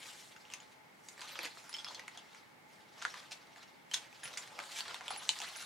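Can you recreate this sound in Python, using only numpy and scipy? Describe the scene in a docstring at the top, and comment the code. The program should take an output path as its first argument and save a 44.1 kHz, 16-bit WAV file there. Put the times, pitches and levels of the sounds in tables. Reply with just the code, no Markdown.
"""Small furnished room, a stereo camera close to hands that turn a nylon belt bag and its strap.
From start to end a soft fan-like hush with two humps lies behind: shaped noise, mostly unrelated left and right.
At once the cloth rustles and crackles, as noise in strokes; buckle, rings and seams tap and scrape, as struck modes.
From 0.6 s small hard parts ring as decaying sines, and from 1.4 s the bag bumps a hand with soft low pushes.
Louder clinks come near 3.9 s, the buckle clacks at 5.3 s, and the metal zip pull tinkles most in the last second."""
import sys
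import numpy as np
from scipy import signal
from scipy.io import wavfile
from scipy.ndimage import uniform_filter1d

SR = 44100
rng = np.random.default_rng(int(sys.argv[2]) if len(sys.argv) > 2 else 0)


def voltage_ratio(decibels):
    """Convert decibels (scalar or array-like) to amplitude ratios, 20 dB per decade."""
    exponent = np.asarray(decibels, float) / 20
    return 10 ** exponent


def wrap_up_sound(samples):
    """Save the sound to the file named by the first command line argument, as 16-bit audio."""
    columns = np.atleast_2d(samples).T
    # keep every value between -1 and 1, then stretch to whole-number steps
    tamed = np.clip(columns, -1, 1)
    steps = np.round(tamed * 32767).astype(np.int16)
    wavfile.write(sys.argv[1], SR, steps)


N = 249165  # samples

# spectrum shape of the hush, before the humps: [f/Hz, relative level/dB per Hz]
HUSH_SPECTRUM = [(15, -70), (30, -45), (60, -18), (125, -1), (250, 1.5), (500, -1.5), (1100, -3),
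                 (1600, -4), (2250, -2), (2450, -8), (4500, -14.5), (8000, -21), (16000, -26.5)]
# resonances in the hush: [f/Hz, width/Hz, gain/dB]
HUSH_HUMPS = [(859, 69, 12.5), (2130, 92, 5.5)]
# left-right likeness of the hush at the microphones: [f/Hz, likeness 0 to 1]
HUSH_LIKENESS = [(30, 0.77), (70, 0.72), (130, 0.86), (250, 0.04), (600, 0.13), (1650, 0.03), (5000, 0.022),
                 (15000, 0.79)]
# early reflections: [delay/ms, left level/dB, right level/dB], against the direct sound
EARLY_ECHOES = [(5.8, -14.5, -14), (10, -22, -25), (12, -19, -23), (18, -23, -24)]
# decay of the room: [f/Hz, t60/s]
ROOM_DECAY = [(300, 0.22), (1300, 0.18), (3500, 0.11), (9000, 0.19), (14000, 0.081)]
# the padded bag bumps a hand: [t/s, peak level/dB, f/Hz]
HAND_BUMPS = [(1.389, -55, 330), (1.39, -48.5, 504), (1.391, -50, 850), (1.451, -53, 294),
              (1.452, -48, 474), (1.453, -52, 854), (1.885, -45.5, 875), (2.174, -48.5, 770),
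              (3.318, -53.5, 760), (4.233, -50, 790), (4.251, -59.5, 135), (4.59, -61, 215),
              (4.591, -41, 830), (4.806, -48, 840), (4.944, -38.5, 890), (5.107, -35, 790),
              (5.009, -46.5, 824), (5.162, -41, 854), (5.403, -42, 833)]
# touches after which a part goes on ringing: [t/s, level/dB, part]
CLINK_TOUCHES = [(0.602, -43.5, "tab"), (1.318, -57, "bead"), (1.431, -39, "tooth"), (1.692, -49.5, "pull"),
                 (1.729, -48, "link"), (1.74, -34.5, "link"), (1.746, -33, "clip"), (1.785, -42.5, "ring"),
                 (1.846, -40, "link"), (1.85, -49, "ring"), (1.877, -44.5, "ring"), (1.885, -47, "charm"),
                 (1.947, -42.5, "charm"), (1.949, -46.5, "ring"), (2.175, -48.5, "ring"),
                 (3.051, -38, "catch"), (3.914, -33.5, "clip"), (3.936, -29.5, "catch"),
                 (3.942, -33, "ring"), (3.943, -28, "tab"), (4.237, -39, "pull"), (4.238, -41.5, "tab"),
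                 (4.253, -59, "pull"), (4.28, -53, "pull"), (4.373, -37, "slider"), (4.76, -40, "loop"),
                 (5.06, -59, "pull"), (5.08, -54, "pull"), (5.105, -43, "pull"), (5.174, -40.5, "pull"),
                 (5.233, -41.5, "tab"), (5.2916, -22, "buckle"), (5.567, -45.5, "pull"),
                 (5.619, -49, "pull")]
# modes of each small hard part, by name: [f/Hz, level against the touch/dB, t60/s]
PART_MODES = {"pull": [(10000, -1, 0.057)], "tab": [(6800, -3.5, 0.02)], "tooth": [(11500, 1.5, 0.014)],
              "bead": [(14000, 0, 0.14)], "ring": [(3350, 0.5, 0.078), (5260, -7, 0.058)],
              "link": [(5300, -5, 0.029), (5300, -6, .03)], "charm": [(4320, -0.5, 0.055),
              (6200, 1.5, 0.018)], "clip": [(3140, 1.5, 0.025)], "catch": [(6500, -1, 0.018),
              (6050, -8, 0.034)], "slider": [(2134, 5, 0.02), (4800, 0, 0.032), (5950, 3, 0.023),
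              (7160, -3.5, 0.089)], "loop": [(2320, -4, .05)], "buckle": [(3004, -2.5, 0.026),
              (4000, -9, 0.017)]}
# taps and short scrapes: [t/s, body level/dB rms over 5 ms, ring f/Hz, crack against body/dB, scrape time/ms]
TAP_EVENTS = [(0.056, -52, 2520, -18, 2.5), (0.3624, -52.5, 1270, -9, 2.1),
              (0.4528, -56.5, 2880, -17, 0.16), (0.5009, -53.5, 3050, -13, 0.77), (0.513, -55, 3000, -9, 2),
              (0.52, -51.5, 2810, -30, 3.3), (0.5371, -42.5, 2830, 0.5, 1.0),
              (0.5415, -47.5, 2400, -10, 0.66), (0.6023, -56, 3140, -6, 0.26),
              (1.0856, -47.5, 4800, 0, 1.6), (1.1779, -53, 2170, -13, 1.8), (1.2068, -48, 4760, -9, 1.4),
              (1.214, -44.5, 1410, -4, 4.4), (1.2911, -48.5, 3330, -13, 2.2), (1.355, -44, 1280, -26, 3.5),
              (1.3901, -37, 2430, -34, 1), (1.4305, -57, 3460, 0, 1.2), (1.4484, -42, 3040, -24, 0.2),
              (1.4526, -40, 2330, -28, 3), (1.4599, -42.5, 2370, -22, 1.6), (1.572, -52, 1240, -14, 0.86),
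              (1.6932, -51.5, 1200, -2, 1.9), (1.7278, -46, 5040, -22, 1.6),
              (1.7397, -46.5, 3250, -11, 1.9), (1.7453, -52, 3260, -34, 0.9),
              (1.7672, -46.5, 4770, -18, 0.12), (1.7852, -59, 3340, -8, 0.39),
              (1.8458, -42.5, 5270, -29, 0.24), (1.8642, -46.5, 1160, -20, 1.9),
              (1.8847, -49, 4500, -32, 0.87), (1.947, -50, 4620, -9, 0.48), (1.9937, -44, 2220, -37, 2),
              (2.0793, -42.5, 2200, -20, 1.27), (2.1733, -52.5, 3700, 0, 1.8),
              (2.3472, -54, 2180, -6, 0.76), (3.0158, -45, 1460, -16, 3.3),
              (3.024, -42.5, 1420, -2.5, 0.089), (3.0513, -30, 1480, -27, 0.043),
              (3.1408, -45, 1270, -11, 1.1), (3.1555, -51, 1160, -14, 1), (3.309, -48, 5440, -23, 4),
              (3.3167, -40.5, 4370, -39, 7.8), (3.5603, -54.5, 1870, -19, 1.2),
              (3.6289, -56, 2190, -13, 3.4), (3.9133, -43.5, 3250, -25, 0.91),
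              (3.9362, -31.5, 6200, -13, 4.3), (3.9407, -33, 3800, -0.5, 2.2),
              (4.1276, -54.5, 2590, -23, 0.95), (4.2319, -44.5, 1970, -13, 3.4),
              (4.2547, -43.5, 2660, -15, 2.3), (4.3386, -51.5, 3300, -21, 0.11),
              (4.3733, -39, 5040, -3, 4.8), (4.475, -55, 2500, -5, 1), (4.5905, -39.5, 2020, -32.5, 0.38),
              (4.5997, -43.5, 1620, -12, 2.5), (4.6378, -52, 4160, -23, 1.5), (4.7602, -43.5, 2300, -8, 13),
              (4.7864, -37, 3470, -28, 6.5), (4.8065, -36, 4640, -28, 0.8), (4.8813, -47, 3900, -13, 0.31),
              (4.9102, -49, 1410, -12, 0.26), (4.9436, -40.5, 3660, -21, 0.85),
              (5.0093, -46, 1090, -11, 0.14), (5.0719, -59, 3100, -23, 0.14),
              (5.0808, -37.5, 3370, -27, 0.34), (5.1048, -41, 1250, -8, 2), (5.1618, -45.5, 2680, -9, 0.86),
              (5.2915, -26.5, 4000, -4.5, 0.033), (5.3885, -48, 4100, 2.5, 0.49),
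              (5.4024, -44.5, 2800, -1, 0.2), (5.4171, -41.5, 3380, -5, 0.34), (5.4362, -48, 3180, -14, 1),
              (5.5619, -52.5, 1480, 4, 0.37), (5.5853, -51.5, 2720, -22, 0.84),
              (5.6236, -48, 1520, -3, 2.4)]
# spectrum shape of the cloth: [f/Hz, relative level/dB per Hz]
CLOTH_SPECTRUM = [(120, -23), (300, -26.5), (600, -7.5), (1500, -5), (4000, -3), (7500, -11.5),
                  (11000, -19), (16000, -32)]
# strokes of the hands over the cloth:
# [peak t/s, rustle level/dB, time to swell 10 dB/ms, time to fade 10 dB/ms, brightness/dB]
HAND_STROKES = [(0.05, -54.5, 300, 213, 5.5), (0.25, -68, 98, 77, 12), (0.54, -62, 144, 143, -2),
                (0.72, -75, 100, 38, 10.5), (1.08, -75, 72, 107, 19.5), (1.22, -55.5, 40, 100, -3),
                (1.3, -55, 114, 102, 3), (1.44, -49, 108, 60, -1.5), (1.58, -57, 89, 164, 3.5),
                (1.76, -58, 95, 150, 3), (1.92, -56, 126, 155, -3), (2.17, -61, 115, 100, -3),
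                (2.37, -61, 100, 76, 0), (2.71, -69, 29, 92, 7), (2.82, -64.5, 44, 46, -2),
                (3.03, -52, 57, 120, 0.5), (3.2, -56, 148, 82, 0), (3.36, -62.5, 103, 123, -3),
                (3.6, -61.5, 136, 136, -1), (3.95, -48.5, 23, 50, 3), (4.04, -60.5, 62, 58, -2.5),
                (4.15, -62, 65, 195, 2.5), (4.25, -53.5, 20, 198, -1.5), (4.4, -56, 103, 142, 2.5),
                (4.6, -57.5, 92, 101, -10), (4.785, -47, 108, 47, 5.5), (4.9, -51.5, 134, 168, -2),
                (5.12, -52, 90, 150, -3), (5.3, -52.5, 104, 118, 5), (5.42, -47, 53, 138, 1),
                (5.6, -51.5, 150, 150, 4.5)]
# where the hands are: [t/s, left minus right level/dB]
HAND_SIDE = [(0, 1), (.7, 1), (1.2, -0.5), (1.8, -0.5), (2.2, 0.3), (2.8, -1.5), (3.2, 0.5), (3.9, -0.5),
             (4.3, -0.5), (4.8, 0.2), (5.65, 0)]

HUSH_DB = -60  # rms
ROOM_DB = -6  # diffuse tails against the direct sound
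THUD_DB, THUD_DB_PER_OCTAVE = -14, -1  # bag body's answer to a 1 kHz tap, weaker for higher taps
AIR_DB = -19  # the thin top of each crack
TREBLE_DB, BASS_DB, DULL_BASS = -9, -6, 1  # a brighter stroke gains treble and loses bass
MIC_LOW_HZ = 40.6


def evened(x):
    """Scales to rms 1."""
    return x / np.sqrt(np.mean(x ** 2) + 1e-20)


def read(points, hz):
    """Reads a curve on a log-frequency axis."""
    f, value = np.transpose(points)
    return np.interp(np.log(hz + 1), np.log(f + 1), value)


def add(mix, s, sound):
    """Mixes a sound in at time s."""
    part = mix[round(s * SR):][:len(sound)]
    part += sound[:len(part)]


def ring(x, hz, t60):
    """Drives one decaying mode, a two-pole resonator that falls 60 dB in t60 seconds."""
    radius = 1000 ** (-1 / (t60 * SR))
    return signal.lfilter([1], [1, -2 * radius * np.cos(2 * np.pi * hz / SR), radius ** 2], x)


def band(x, low_hz, high_hz):
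    """Causal band-pass."""
    edges_hz = [low_hz, min(high_hz, SR / 2.5)]
    return signal.sosfilt(signal.butter(2, edges_hz, "bandpass", fs=SR, output="sos"), x)


def hush():
    """Steady air noise with two resonant humps, mostly unrelated at the two microphones."""
    hz = np.fft.rfftfreq(2048, 1 / SR)
    a, b, c, d = rng.standard_normal((N // 512 + 5, len(hz), 4)).T
    likeness = np.clip(read(HUSH_LIKENESS, hz), -1, 1)[:, None]
    left = a + 1j * b
    right = likeness * left + np.sqrt(1 - likeness ** 2) * (c + 1j * d)
    shape_db = read(HUSH_SPECTRUM, hz)
    for hump_hz, width_hz, gain_db in HUSH_HUMPS:
        shape_db = shape_db + gain_db / (1 + (2 * (hz - hump_hz) / width_hz) ** 2)
    spectrum = np.array([left, right]) * voltage_ratio(shape_db)[:, None]
    noise = signal.istft(spectrum, nperseg=2048, noverlap=1536)[1][:, :N]
    return voltage_ratio(HUSH_DB) * evened(noise)


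def room(x):
    """A few early echoes, then three diffuse tails fed in turn, each band dying at its own speed."""
    early = np.zeros((2, SR // 10))
    early[:, 0] = 1  # direct sound
    for ms, left_db, right_db in EARLY_ECHOES:
        early[:, round(ms * SR / 1000)] = voltage_ratio([left_db, right_db])
    out = signal.oaconvolve(x[None], early, axes=1)[:, :N]
    for k in range(3):
        hz, t, z = signal.stft(rng.standard_normal((2, SR // 3)), SR, nperseg=128)
        decay_db = -60 * t / read(ROOM_DECAY, hz)[:, None]
        tail = signal.istft(z * voltage_ratio(decay_db), SR, nperseg=128)[1]
        tail_t = np.arange(tail.shape[1]) / SR
        tail *= np.clip((tail_t - .002) / 0.00078, 0, 1)  # builds up after the direct sound
        tail /= np.linalg.norm(tail[0])
        # the three feeds swing in turn; their powers always sum to one
        feed = np.sqrt(2 / 3) * np.cos(np.pi * (3.1 * np.arange(N) / SR + k / 3))
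        out += voltage_ratio(ROOM_DB) * signal.oaconvolve((x * feed)[None], tail, axes=1)[:, :N]
    return out


def bumps(cycles=3.8):
    """Soft low pushes of the padded bag: a sine that swells to its peak in cycles / 3 periods, then dies."""
    out, t = np.zeros(N), np.arange(SR // 8) / SR
    for s, db, hz in HAND_BUMPS:
        u = t * hz * 3 / cycles
        swell = u * np.exp(1 - u)
        add(out, s, voltage_ratio(db) * swell * np.sin(2 * np.pi * hz * t))
    return out


def rings(rattle=0.69):
    """Each touch rings the modes of one part, which waver as the loose part rattles."""
    out, t = np.zeros(N), np.arange(SR // 8) / SR
    for s, db, part in CLINK_TOUCHES:
        hz, mode_db, t60 = np.transpose(PART_MODES[part])[:, :, None]
        chance = rng.standard_normal((2, len(hz), len(t)))
        drift = evened(uniform_filter1d(chance, size=110, axis=2))
        in_phase, quadrature = rattle * np.minimum(t / 0.0044, 1) * drift
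        phase = 2 * np.pi * hz * t
        wave = (1 + in_phase) * np.sin(phase) + quadrature * np.cos(phase)
        modes = voltage_ratio(db + mode_db - 60 * t / t60) * wave
        add(out, s, modes.sum(axis=0) * np.minimum(t / 0.00043, 1))  # brief onset ramp
    return out


def taps(ring_t60=0.0055, edge_db=-6, blur_db_per_ms=3.0, slips=0.42, first_ms=2.8):
    """A blow, then a rattle of smaller slips, rings the touched part, the bag body and a sharp crack."""
    out, t = np.zeros(N), np.arange(2048) / SR
    for s, db, hz, crack_db, ms in TAP_EVENTS:
        chance = rng.standard_normal(len(t))
        u = 1000 * t / max(ms, .05)
        blow = slips * chance * np.abs(np.roll(chance, 1)) * np.sqrt(u) * np.exp(1 - u)
        blow[0] = -np.exp(-ms / first_ms)  # long scrapes start softly
        edge = band(blow, 1570, min(2.57 * hz, 6500))  # deep parts give dull edges
        broad = voltage_ratio(edge_db + blur_db_per_ms * ms)  # long scrapes are cloth: more noise, less ring
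        body = evened(evened(ring(edge, hz, ring_t60)) + broad * evened(edge))
        thud_db = THUD_DB + THUD_DB_PER_OCTAVE * np.log2(hz / 1000)
        thud = voltage_ratio(thud_db) * evened(ring(band(blow, 710, 1000), 930, 0.018))
        snap = band(band(blow, 4400, 7070), 4200, 14500)
        air = voltage_ratio(AIR_DB) * band(blow, 10200, 14100)
        crack = voltage_ratio(crack_db) * evened(snap + air)
        level = voltage_ratio(db) * np.sqrt(.005 / t[-1])  # from rms over 5 ms to rms over the whole tap
        add(out, s, level * (body + thud + crack))
    return out


def rustle(crackles_per_s=1500, spread_db=4, crackle=0.41, patchy_db=2.7, clump_db=1.85):
    """Fibre hiss and clumps of tiny creases, coloured in drifting patches by how the cloth is gripped."""
    clumps = voltage_ratio(clump_db * evened(uniform_filter1d(rng.standard_normal(N), size=700)))
    crease_size = voltage_ratio(spread_db * np.minimum(rng.exponential(1, N), 4))
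    creases = crease_size * (rng.random(N) < crackles_per_s / SR)
    drive = rng.standard_normal(N) * clumps * (1 + crackle * evened(creases))
    hz, t, z = signal.stft(evened(drive), SR, nperseg=256, noverlap=192)
    s, db, swell_ms, fade_ms, bright_db = np.transpose(HAND_STROKES)[:, :, None]
    away_ms = 1000 * np.abs(t - s)
    stroke_db = db - 10 * away_ms / np.where(t < s, swell_ms, fade_ms)
    # middle, treble and bass of the cloth follow each stroke at their own levels
    tilts_db = (0 * bright_db, TREBLE_DB + bright_db, BASS_DB - DULL_BASS * bright_db)
    high = 1 / (1 + (6000 / (hz + 1)) ** 8)
    low = 1 / (1 + (hz / 1200) ** 6)
    power = 0
    for share, tilt_db in zip((1 - high - low, high, low), tilts_db):
        colour = evened(voltage_ratio(read(CLOTH_SPECTRUM, hz)) * np.sqrt(share))[:, None]
        stroke_power = (voltage_ratio(stroke_db + tilt_db) ** 2).sum(axis=0)
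        power = power + colour ** 2 * stroke_power
    patches = uniform_filter1d(rng.standard_normal(z.shape), size=5, axis=0)  # smooth over frequency
    patches = evened(uniform_filter1d(patches, size=14, axis=1))  # and over time
    z *= np.sqrt(power) * voltage_ratio(patchy_db * patches)
    return signal.istft(z, SR, nperseg=256, noverlap=192)[1][:N]


def scene():
    """The handled bag in the room, drifting slightly left and right, over the hush."""
    bag = room(rustle() + taps() + rings() + bumps())
    side_db = np.interp(np.arange(N) / SR, *np.transpose(HAND_SIDE))
    return bag * voltage_ratio([side_db / 2, -side_db / 2]) + hush()


def top_cut(x):
    """Nothing passes above the cut-off."""
    return signal.sosfilt(signal.butter(12, 15900, fs=SR, output="sos"), x)


def record(dry):
    """The microphones drop the deepest bass."""
    low_cut = signal.butter(4, MIC_LOW_HZ, "highpass", fs=SR, output="sos")
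    mix = signal.sosfilt(low_cut, dry)
    return top_cut(mix)


dry = scene()
out = record(dry)
wrap_up_sound(out)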